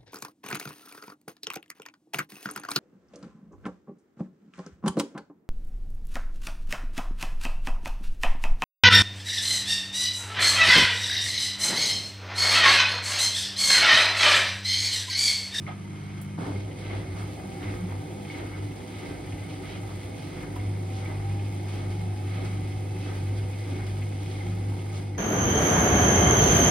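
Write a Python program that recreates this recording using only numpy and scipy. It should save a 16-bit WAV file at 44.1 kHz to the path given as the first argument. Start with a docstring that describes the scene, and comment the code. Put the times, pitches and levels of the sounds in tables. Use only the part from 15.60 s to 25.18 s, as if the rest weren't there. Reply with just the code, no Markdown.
"""A front-loading tumble dryer, with the microphone close to its door in a small room.
At rest it hums on mains harmonics in a rush of air, while a latch clacks and hard parts ring.
At 0.78 s the drum jolts round: filtered noise swishes and thuds at each roll, over deep booms,
and a faint motor whine climbs through a panel's resonance. From five seconds on the mains hum is
much louder, after a knock and clatter; near the end the laundry falls quiet."""
import sys
import numpy as np
from scipy import signal
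from scipy.fft import rfft, irfft
from scipy.io import wavfile

SR = 44100
rng = np.random.default_rng(int(sys.argv[2]) if len(sys.argv) > 2 else 0)


def dump(signal):
    """Clip the signal to [-1, 1] and save it as 16-bit WAV at the path in sys.argv[1]."""
    limited = np.clip(np.atleast_2d(signal).T, -1, 1)
    pcm = np.round(limited * 32767).astype(np.int16)
    wavfile.write(sys.argv[1], SR, pcm)


N = 422478
TIME = np.arange(N) / SR
BINS_HZ = np.maximum(np.arange(N // 2 + 1) * SR / N, 1)
SIDES = np.array([[1], [-1]])  # left, right

MAINS_HZ = 49.95
START_S, LOAD_S, LULL_S = 0.78, 4.95, 9.39  # drum starts; full load comes on; laundry falls quiet

# the load rolls over about once a turn and is then lifted again:
# (t/s, spread of the swell/s, delay of the lift/s, boom level/dB, thud level/dB, slap level/dB)
LOAD_ROLLS = [(1.3, 0.095, 0.3, -48, -37, -43.5), (2.06, 0.096, .26, -50, -40, -44),
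              (2.77, 0.061, 0.2, -51, -40, -42), (3.44, 0.092, 0.41, -47, -41.5, -43.5),
              (4.08, 0.083, .39, -46, -47, -46.5), (4.77, 0.072, 0.33, -42, -45, -44.5),
              (5.451, 0.097, 0.24, -44, -56, -46), (6.15, 0.084, .25, -46, -42, -46.5),
              (6.78, 0.11, 0.19, -44, -38.5, -46), (7.469, .075, .27, -43, -41.5, -46),
              (8.119, 0.096, 0.17, -45, -41, -47), (8.759, 0.093, 0.25, -45, -58, -50.5),
              (9.34, 0.077, .4, -53, -48, -53)]
# resonances of the cabinet's panels and cavities: (f/Hz, width/Hz, level/dB)
CABINET_MODES = [(112.4, 11.7, 14), (153, 4.8, -1.5), (179, 3.2, 13.5), (195, 3.3, -7), (263, 23, 10),
                 (291.8, 5.3, 11), (376, 8.3, 9), (359, 8.8, 9.5), (524, 25, 1.5), (622, 8.5, 1.5),
                 (804, 96, 0.5), (950, 17, 4)]
# resonances of the steel drum: (f/Hz, width/Hz, level/dB)
DRUM_MODES = [(918, 19, 7), (1183, 36, 3), (1261, 20, 9), (1650, 7.2, -4), (1557, 5.3, 9.5),
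              (2035, 10.3, 16), (2168, 90, 13.5), (2470, 27, 9.5), (2626, 18, 6.5), (3160, 410, 3.5),
              (6300, 250, 3.5)]


def from_db(db):
    """Decibels to gain."""
    return 10 ** (np.asarray(db) / 20)


def rms_one(x):
    """Scale to unit rms."""
    return x / np.sqrt(np.mean(x ** 2) + 1e-20)


def in_time(rows):
    """Each column of a curve, sample by sample."""
    s, *columns = np.transpose(rows)
    return [np.interp(TIME, s, c) for c in columns]


def colour(points):
    """Gain at every frequency from (f/Hz, level/dB) points, straight on a log frequency axis."""
    hz, db = np.transpose(points)
    return from_db(np.interp(np.log(BINS_HZ), np.log(hz), db))


def resonances(modes):
    """Gain of a body whose modes stand out of a flat response."""
    power = 1
    for hz, width_hz, db in modes:
        power = power + from_db(db) ** 2 / (1 + (2 * (BINS_HZ - hz) / width_hz) ** 2)
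    return np.sqrt(power)


def band(low_hz, high_hz):
    """Gain of a band with steep skirts."""
    return 1 / np.sqrt((1 + (low_hz / BINS_HZ) ** 8) * (1 + (BINS_HZ / high_hz) ** 8))


def peak_gain(hz, width_hz):
    """Gain of a narrow peak, for noise that whistles."""
    return 1 / (1 + (2 * (BINS_HZ - hz) / width_hz) ** 2)


def drift(rate_hz):
    """Slow chance with spread 1: noise that falls away above the rate."""
    spectrum = rfft(rng.standard_normal(N)) / (1 + (BINS_HZ / rate_hz) ** 2) ** 2
    return rms_one(irfft(spectrum, N))


def ramp(start_s, rise_s):
    """A step from 0 to 1."""
    return np.clip((TIME - start_s) / rise_s, 0, 1)


def burst(start_s, rise_s, t60):
    """A quick rise and an exponential fall (t60 in s)."""
    return ramp(start_s, rise_s) * from_db(-60 * np.maximum(TIME - start_s, 0) / t60)


def swell(centre_s, spread_s):
    """A smooth rise and fall of height 1."""
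    return np.exp(-0.5 * np.minimum(((TIME - centre_s) / spread_s) ** 2, 100))


def flops(per_s=22, t60=0.28):
    """Folds of cloth land at random moments: each a sudden rise that dies away (t60 in s)."""
    landings = (rng.random(N) < per_s / SR) * np.minimum(rng.exponential(1, N), 2)
    return signal.lfilter([1], [1, -from_db(-60 / (t60 * SR))], landings + 1e-18)


def room_ripple(depth_db=2.6, grain_hz=22):
    """Overlapping reflections leave fine peaks and dips in a spectrum, deepening up to 4 kHz."""
    steps = np.interp(BINS_HZ / grain_hz, np.arange(4000), rng.standard_normal(4000))
    return from_db(depth_db * steps * np.clip(BINS_HZ / 4000, 0, 1))


def stereo_noise(gain, grain_db=0):
    """Coloured stereo noise, its width differing from band to band; grain makes the level flicker."""
    # left-right difference against their sum: (f/Hz, level/dB)
    side_colour = [(60, -67), (150, -12.5), (300, -11.5), (500, -2), (1000, -2), (1800, 2), (2300, -12.5),
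                   (3200, -5), (4800, -4.5), (5800, 4.5), (7200, 10.5), (9500, -16.5), (12600, 13.5),
                   (15500, 1)]
    # left over right: (f/Hz, level/dB)
    left_over_right = [(100, 0), (200, -2), (400, 0.5), (650, -6.5), (1300, 2), (2500, 0), (5000, -3.5),
                       (9000, 0)]
    grains = rng.standard_normal((2, N)) * from_db(grain_db * drift(180))
    paths = np.array([room_ripple(), room_ripple() * colour(side_colour)])
    mid, side = irfft(rfft(grains) * gain * paths, N)
    pair = np.array([mid + side, mid - side]) / np.std(mid)
    lean = np.sqrt(colour(left_over_right))
    return irfft(rfft(pair) * np.array([lean, 1 / lean]), N)


def whine(hz, db, apart=0.65):
    """A thin tone that reaches the two sides out of step (apart in radians)."""
    phase = 2 * np.pi * np.cumsum(hz) / SR
    return np.sqrt(2) * from_db(db) * np.cos(phase + apart * SIDES)


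def hum_strength(rest_db=-40.5, turning_db=-44, loaded_db=-32, flutter_db=0.8, steady_flutter_db=0.76):
    """The hum steps with the motor's state and surges whenever the load pulls on it."""
    # the motor strains against the shifting load: (t/s, spread/s, level/dB)
    hum_surges = [(.99, 0.063, -34.5), (1.355, 0.046, -33), (1.51, 0.022, -40), (1.61, 0.051, -37.5),
                  (2.11, 0.037, -31.5), (2.27, 0.048, -38), (2.38, 0.032, -35.5), (2.85, 0.019, -39),
                  (3.02, 0.061, -35), (3.38, .02, -54), (3.72, 0.034, -41), (3.81, 0.026, -40),
                  (4.22, 0.048, -39), (4.35, 0.031, -42), (4.46, 0.014, -36), (4.93, .025, -40),
                  (5, 0.011, -32), (5.08, 0.042, -34), (5.75, 0.076, -35.5), (6.38, .13, -46),
                  (6.97, 0.14, -43), (7.72, 0.084, -35), (8.42, 0.094, -40), (8.95, 0.034, -39),
                  (9.1, 0.026, -33)]
    turning, loaded = ramp(START_S, 0.054), ramp(LOAD_S, 0.14)
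    unsettled = turning - loaded
    base = from_db(rest_db) * (1 - turning) + from_db(turning_db) * unsettled + from_db(loaded_db) * loaded
    surges = sum(from_db(db) * swell(s, spread_s) for s, spread_s, db in hum_surges)
    return (base + surges) * from_db((steady_flutter_db + flutter_db * unsettled) * drift(22))


def motor_hum(waver_db=3.0, sway=0.23, shake=0.41, spread=0.23, lag=0.039):
    """Magnetic hum on mains harmonics; the swaying cabinet makes the overtones waver (angles in radians)."""
    # overtones: (multiple of the mains, level at rest/dB, level turning/dB, level under full load/dB)
    overtones = [(3, -42.5, -50, -47), (4, -43.5, -55.5, -52), (5, -58, -53.5, -52), (6, -53.5, -51, -52),
                 (7, -60, -61, -52), (10, -82, -56, -56.5)]
    phase = 2 * np.pi * MAINS_HZ * TIME
    turning, loaded = ramp(START_S, 0.067), ramp(LOAD_S, 0.037)
    unsettled = turning - loaded
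    # the hum's main tone lies at twice the mains frequency
    unrest = (shake + 0.41 * unsettled) * drift(4.7)
    out = hum_strength() * np.cos(2 * phase + unrest - lag * SIDES)
    motion = 0.35 + 0.65 * turning
    for multiple, rest_db, turn_db, load_db in overtones:
        level_db = rest_db * (1 - turning) + turn_db * unsettled + load_db * loaded
        wander = sway * multiple * motion * drift(5.6) + rng.uniform(0, 2 * np.pi)
        apart = spread * multiple / 4 * SIDES
        gain = from_db(level_db + waver_db * motion * drift(5.9))
        out = out + gain * np.cos(multiple * phase + wander + apart)
    return np.sqrt(2) * out


def idle_drone(waver_db=1.5):
    """Low tones beat against the hum until the drum starts."""
    # tones between the hum's overtones: (f/Hz, level/dB)
    idle_tones = [(125.4, -52), (180, -53)]
    tones = 0
    for hz, db in idle_tones:
        tone = np.sin(2 * np.pi * hz * TIME + rng.uniform(0, 2 * np.pi))
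        tones = tones + from_db(db + waver_db * drift(3)) * tone
    return np.sqrt(2) * tones * (1 - ramp(START_S, 0.068))


def airflow(rush_db=-44, lull_db=-2, whistle_db=-74, whistle_from_s=4, whistle_hz=5100, whistle_width_hz=130):
    """Rush of air through the drum, with a thin whistle that fades in from the fourth second."""
    # broad colour of the rush under the drum's resonances: (f/Hz, level/dB)
    air_colour = [(25, -12), (60, 2.5), (120, 6), (175, 11.5), (230, -5.5), (330, 4.5), (480, -9),
                  (1000, -15), (2800, -22), (5000, -25), (7200, -37.5), (9000, -23.5), (11500, -33.5),
                  (15500, -54)]
    rush = stereo_noise(colour(air_colour) * resonances(DRUM_MODES), grain_db=1.0)
    whistle = stereo_noise(peak_gain(whistle_hz, whistle_width_hz))
    rush_gain = from_db(rush_db + lull_db * ramp(LULL_S, 0.07))
    return rush_gain * rush + from_db(whistle_db) * ramp(whistle_from_s, 1) * whistle


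def knocks(tail=0.45, tail_t60=0.16, width_hz=300, rise_s=0.0008):
    """Hard parts tap the drum and cabinet: a sharp ring on one pitch, then a blurred tail from the room."""
    # knocks on the drum and cabinet: (t/s, level/dB, ring f/Hz, ring t60/s)
    taps = [(.066, -36, 2144, 0.037), (.077, -40, 1266, 0.14), (.093, -45, 2100, 0.055),
            (.118, -46, 1250, 0.1), (.96, -42, 2140, .08), (1.564, -45, 653, .12), (2.7, -37, 2215, 0.054),
            (2.742, -42, 2160, .07), (2.935, -46, 2200, .15), (4.96, -43, 975, 0.092),
            (4.994, -45, 2140, 0.089), (5.457, -41, 2250, 0.075), (6.41, -47, 2130, 0.09),
            (6.715, -47, 2180, .12), (8.805, -44, 2100, .09), (8.92, -49, 1260, .1), (8.974, -45, 780, .09),
            (9.12, -43.5, 914, 0.092), (9.549, -46, 2000, 0.064)]
    out, length = np.zeros((2, N)), SR // 3
    for s, db, hz, t60 in taps:
        span = slice(int(s * SR), int(s * SR) + length)
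        age = np.arange(len(TIME[span])) / SR
        peak = signal.iirpeak(hz, hz / width_hz, fs=SR)
        noise = rng.standard_normal((2, len(age)))
        blur = signal.lfilter(*peak, signal.lfilter(*peak, noise))
        blur = rms_one(blur[0] + 1.3 * blur[1] * SIDES)  # sum and difference
        attack = np.minimum(age / rise_s, 1)
        ring = np.sqrt(2) * np.sin(2 * np.pi * hz * age) * attack * from_db(-60 * age / t60)
        out[:, span] += from_db(db) * (ring + tail * blur * from_db(-60 * age / tail_t60))
    return out


def start_up(clack_db=-38, rattle_db=-53, jolt_db=-39, scrape_db=-45.0, scrape_hold_s=0.066, scrape_release_s=0.18):
    """A latch clacks, rebounds and rattles faintly, then the drum jolts into motion and the load scrapes free."""
    # resonances of the latch: (f/Hz, width/Hz, level/dB)
    latch_modes = [(755, 140, 22), (1020, 200, -1), (1290, 150, 13.5), (1560, 160, 3), (2170, 150, 17),
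                   (3200, 220, 8.5)]
    throw = burst(0.069, 0.012, 0.28) + 0.5 * burst(0.11, 0.002, 0.056)
    latch = from_db(clack_db) * throw * stereo_noise(band(470, 3700) * resonances(latch_modes))
    shiver = np.sin(np.pi * ramp(0.21, 0.59)) * (1 + 0.17 * np.cos(2 * np.pi * MAINS_HZ * TIME))
    rattle = from_db(rattle_db) * shiver * stereo_noise(band(950, 4400) * resonances(latch_modes))
    jolt_noise = stereo_noise(band(100, 270) * resonances(CABINET_MODES))
    jolt = from_db(jolt_db) * burst(0.777, 0.004, 0.92) * jolt_noise
    slip = ramp(0.777, 0.0032) - ramp(START_S + scrape_hold_s, scrape_release_s)
    scrape = from_db(scrape_db) * slip * stereo_noise(band(480, 1360), grain_db=1.5)
    return latch + rattle + jolt + scrape


def ticks(t60=0.059, tail=0.39, tail_t60=0.2):
    """A tiny bright tick with a short room tail."""
    # contacts switching: (t/s, level/dB)
    contacts = [(0.613, -48), (4.957, -54)]
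    blows = 0
    for s, db in contacts:
        blows = blows + from_db(db) * (burst(s, 0.001, t60) + tail * burst(s, 0.005, tail_t60))
    ring = band(9600, 11000) * resonances([(10000, 1000, 3.6), (15400, 980, 4.4)])
    return blows * rms_one(irfft(rfft(rng.standard_normal(N)) * ring, N))


def groans(flutter_hz=14):
    """A side panel swells into resonance for a moment."""
    # the cabinet groans when the load pulls on it: (t/s, spread/s, level/dB, centre f/Hz)
    pulls = [(.8, 0.017, -31.5, 164), (.88, 0.027, -32, 172.8), (.96, 0.022, -35, 195),
             (1.41, 0.015, -34, 178), (1.61, 0.02, -36, 178), (1.86, 0.03, -37, 195.7),
             (2.11, 0.067, -38.5, 205), (2.23, 0.055, -33, 181), (2.6, .05, -40, 200),
             (4.9, 0.03, -37, 181), (5.75, 0.017, -41, 178), (6.35, 0.14, -41, 175.5),
             (6.85, 0.12, -40.5, 177.2), (8.92, 0.065, -38, 178.6)]
    out = 0
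    for s, spread_s, db, hz in pulls:
        tone = np.sin(2 * np.pi * hz * TIME + rng.uniform(0, 2 * np.pi))
        out = out + from_db(db) * swell(s, spread_s) * tone
    return out * (1 + 0.2 * drift(flutter_hz))


def laundry(weight_db=-42.5, rub_db=-57, flop=0.41, buzz=0.067, lurch_db=0.62,
            first_slide_s=0.85, first_spread_s=0.1, first_weight_db=-43, first_rub_db=-58,
            roll_rub_db=-67, thud_after_s=0.047, thud_spread_s=0.06, lull_rumble_db=-6, lull_rub_db=-13):
    """The load's weight shakes the cabinet while cloth and zips rub along the steel drum, most at each roll."""
    # broad colours under the resonances of cabinet and drum: (f/Hz, level/dB)
    rumble_colour = [(30, -26), (50, 0), (85, -2.5), (120, -7.5), (175, -3.5), (225, -11.5), (300, -3.5),
                     (400, -4), (550, -10.5), (850, -12), (1100, -32), (2000, -59)]
    swish_colour = [(400, -34), (900, 3.5), (1400, 1.5), (1800, 6), (2500, 4), (3300, 4.5), (5000, 4),
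                    (5600, -3.5), (7200, -14), (8500, 1), (11000, -4.5), (13000, -27), (16000, -9)]
    slide, lull = swell(first_slide_s, first_spread_s), ramp(LULL_S, 0.24)
    drag = from_db(rub_db) * (0.5 + 0.5 * ramp(START_S, 0.87))  # grows as the drum gathers speed
    thuds, rub = 0, drag + from_db(first_rub_db) * slide
    for s, spread_s, _, _, thud_db, _ in LOAD_ROLLS:
        thuds = thuds + from_db(thud_db) * swell(s + thud_after_s, thud_spread_s)
        rub = rub + from_db(roll_rub_db) * swell(s, spread_s)
    weight = np.hypot(from_db(weight_db) + from_db(first_weight_db) * slide, thuds)
    weight = weight * from_db(lurch_db * drift(20.0) + lull_rumble_db * lull)
    rumble = weight * stereo_noise(colour(rumble_colour) * resonances(CABINET_MODES), grain_db=0.5)
    rub = rub * from_db(lull_rub_db * lull) * (1 + flop * flops())
    swish = rub * stereo_noise(colour(swish_colour) * resonances(DRUM_MODES), grain_db=0.5)
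    tremble = 1 + buzz * np.cos(4 * np.pi * MAINS_HZ * TIME)  # the motor's vibration chops the rubbing
    return ramp(START_S, 0.0072) * (rumble + swish * tremble)


def motor_whine(panel_hz=770.5, panel_width_hz=42, jitter=0.002, hunting=0.0092, waver_db=2.9,
                fan_jitter_hz=0.97, direct_db=-15, casing_hz=885):
    """Multiples of the rotation sing in turn as they climb through a panel's resonance; a fan tone joins."""
    # the motor runs up to speed: (t/s, rotation f/Hz)
    run_up = [(.78, 30), (1.5, 48.05), (2.1, 58.97), (2.8, 70.5), (3.3, 78.2), (4, 84.65), (4.6, 89.6),
              (5.1, 93.1), (5.5, 97.6), (6.05, 102.5), (6.45, 103.8), (6.8, 105.6), (7.3, 105.8),
              (8.2, 102.8), (9.1, 102.4), (9.58, 103)]
    # how hard the motor sings as it gains speed and then eases: (t/s, level/dB)
    singing = [(.78, -17), (1.6, -9), (2.2, -8), (2.9, -2), (4, -3.5), (5, -4), (5.6, 3), (6.35, 3.5),
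               (6.8, 1), (7.6, -2), (9.58, -2)]
    # whine: (multiple of the rotation, level at the panel's resonance before the effort/dB)
    orders = [(7, -57.5), (8, -49), (9, -51), (10, -56), (11, -52), (12, -49), (13, -48), (14, -43),
              (15, -46)]
    # fan tone: (t/s, f/Hz, level/dB)
    fan_curve = [(5.2, 766, -88), (5.6, 739, -60), (6.6, 759, -53), (7.6, 759, -55.5), (9.58, 765, -58)]
    speed_hz, effort_db = in_time(run_up)[0], in_time(singing)[0]
    slow = 1 - ramp(START_S, 3.5) ** 2
    rotation_hz = speed_hz * (1 + jitter * drift(7.7) + hunting * slow * drift(16.6))  # unsteady at low speed
    out = 0
    for multiple, db in orders:
        hz = multiple * rotation_hz
        panel = 1 / np.hypot(1, 2 * (hz - panel_hz) / panel_width_hz)
        casing = 1 / np.hypot(1, (hz / casing_hz) ** 10)  # higher tones stay inside
        flicker_db = waver_db * drift(9.8)
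        body = np.hypot(panel, from_db(direct_db)) * casing
        out = out + whine(hz, db + effort_db + flicker_db) * body
    fan_hz, fan_db = in_time(fan_curve)
    return ramp(START_S, 0.05) * out + whine(fan_hz + fan_jitter_hz * drift(8.8), fan_db)


def small_taps(level_db=-55, per_s=22, t60=0.085):
    """Zips and seams patter lightly on the steel and keep its ring flickering."""
    ring = stereo_noise(band(2300, 2350) * resonances(DRUM_MODES))
    present = ramp(START_S, 0.14) - ramp(LULL_S, 0.13)
    return from_db(level_db) * present * flops(per_s, t60) * ring


def slides(half_width_octaves=0.7, catch_db=1.5):
    """Each piece of cloth slips over the steel in a grainy rush, catching as it goes."""
    # pieces of cloth, each with a brightness of its own: (t/s, spread/s, level/dB, centre f/Hz)
    pieces = [(1, .03, -53, 3000), (1.315, 0.061, -46.5, 2530), (1.7, 0.099, -64, 4800),
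              (2.05, 0.033, -49, 2700), (2.74, 0.083, -50.5, 3000), (3.4, 0.092, -52, 2900),
              (3.92, 0.033, -53, 2900), (4.12, 0.05, -47.5, 2870), (4.68, .1, -57.5, 3900),
              (5.37, 0.059, -54.5, 4280), (6.15, 0.074, -53, 3300), (6.76, 0.084, -51, 2800),
              (7.46, .06, -51, 3440), (8.09, .08, -57, 3500), (8.72, 0.12, -52, 3330),
              (9.36, 0.03, -51, 4400)]
    friction = stereo_noise(band(1200, 5100) * resonances(DRUM_MODES), grain_db=1.5)
    out, reach = np.zeros((2, N)), SR // 2
    for s, spread_s, db, hz in pieces:
        span = slice(max(int(s * SR) - reach, 0), int(s * SR) + reach)
        edges_hz = hz * 2.0 ** (half_width_octaves * np.array([-1, 1]))
        edges_hz = np.clip(edges_hz, 100, SR / 2 - 100)
        sections = signal.butter(2, edges_hz, "band", fs=SR, output="sos")
        rush = signal.sosfilt(sections, friction[:, span])
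        out[:, span] += from_db(db) * swell(s, spread_s)[span] * rms_one(rush)
    return out * from_db(catch_db * drift(19))


def rolls(low_hz=46, climb_hz_per_s=45, length_s=0.614, rough=0.4, slap_after_s=0.039,
          lift_slap_db=-11, lift_spread_s=0.16):
    """Each roll is a soft slap of cloth, a fainter one at the lift, and a deep boom that climbs in pitch."""
    boom, fall = np.zeros(N), np.zeros(N)
    for s, spread_s, lift_after_s, boom_db, _, slap_db in LOAD_ROLLS:
        age = np.clip(TIME - s + 0.1196, 0, length_s)  # the boom begins ahead of the slap
        phase = 2 * np.pi * (low_hz * age + climb_hz_per_s * age ** 3 / (3 * length_s))
        arch = np.sin(np.pi * age / length_s)
        boom += from_db(boom_db) * arch * np.sin(phase + rng.uniform(0, 2 * np.pi))
        slap = swell(s + slap_after_s, spread_s)
        lift = from_db(lift_slap_db) * swell(s + lift_after_s, lift_spread_s)
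        fall += from_db(slap_db) * (slap + lift)
    cloth = stereo_noise(band(920, 1990) * resonances(DRUM_MODES), grain_db=1.5)
    slaps = fall * (0.39 + 0.24 * flops(40, 0.075)) * cloth
    return boom * (1 + rough * drift(22)) + slaps


def scrapes(rise_s=0.017, release_s=0.061):
    """A fold catches, drags over the steel with a rough grain and lets go."""
    # folds of cloth scrape along the drum wall: (t/s, length/s, level/dB)
    folds = [(1.337, 0.043, -57), (1.545, 0.082, -52), (1.77, 0.081, -56), (2.004, 0.035, -48),
             (2.152, .04, -60), (2.27, 0.06, -51), (2.91, 0.078, -53), (4.278, 0.025, -50.5),
             (5.408, 0.054, -58)]
    drag = 0
    for s, length_s, db in folds:
        drag = drag + from_db(db) * (ramp(s, rise_s) - ramp(s + length_s, release_s))
    return drag * stereo_noise(band(410, 1400) * resonances(DRUM_MODES), grain_db=4)


def seal_hiss(level_db=-68, whistle_db=-69, from_s=1.43, whistle_hz=9530, width_hz=160):
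    """A steady hiss with a thin whistle in it comes with the turning drum, as of its rim on the seal."""
    hiss = from_db(level_db) * stereo_noise(band(8200, 10300), grain_db=4.0)
    whistle = from_db(whistle_db) * stereo_noise(peak_gain(whistle_hz, width_hz))
    return (ramp(from_s, 0.18) - ramp(LULL_S, 0.099)) * (hiss + whistle)


def passing_tones(waver_db=3.5, wobble=0.003):
    """Faint wavering tones, one low and one high, that fade in and out."""
    # the tones: (t/s, length/s, f/Hz, level/dB)
    faint_tones = [(3.95, 1.2, 638, -62), (6.35, 1.15, 2607, -66)]
    out = 0
    for s, length_s, hz, db in faint_tones:
        present = ramp(s, 0.08) - ramp(s + length_s, 0.11)
        out = out + present * whine(hz * (1 + wobble * drift(7.5)), db + waver_db * drift(7))
    return out


def clunk(strike_s=4.956, strike_db=-41.5, strike_t60=0.16, clatter_db=-52, clatter_t60=0.35,
          answer_s=5.5, answer_db=-44.0, answer_t60=0.33):
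    """As the full load comes on, a rough knock sets the drum clattering and the cabinet answers dully."""
    strike = from_db(strike_db) * burst(strike_s, 0.0087, strike_t60) * stereo_noise(band(770, 970))
    clatter_noise = stereo_noise(band(2000, 2600), grain_db=-1)
    clatter = from_db(clatter_db) * burst(strike_s, 0.0087, clatter_t60) * clatter_noise
    answer_noise = stereo_noise(band(420, 820) * resonances(CABINET_MODES))
    answer = from_db(answer_db) * burst(answer_s, 0.0024, answer_t60) * answer_noise
    return strike + clatter + answer


def scene():
    """Motor, air and tumbling load together."""
    motor = motor_hum() + idle_drone() + motor_whine() + passing_tones()
    load = groans() + laundry() + small_taps() + slides() + rolls() + scrapes()
    blows = knocks() + start_up() + ticks() + clunk()
    return motor + airflow() + seal_hiss() + load + blows


def record(dry, low_cut_hz=36, cutoff_hz=15800):
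    """The deepest bass and the top are cut."""
    pair = signal.sosfilt(signal.butter(4, low_cut_hz, "high", fs=SR, output="sos"), dry)
    return signal.sosfilt(signal.ellip(10, 0.1, 80, cutoff_hz, fs=SR, output="sos"), pair)


dry = scene()
out = record(dry)
dump(out)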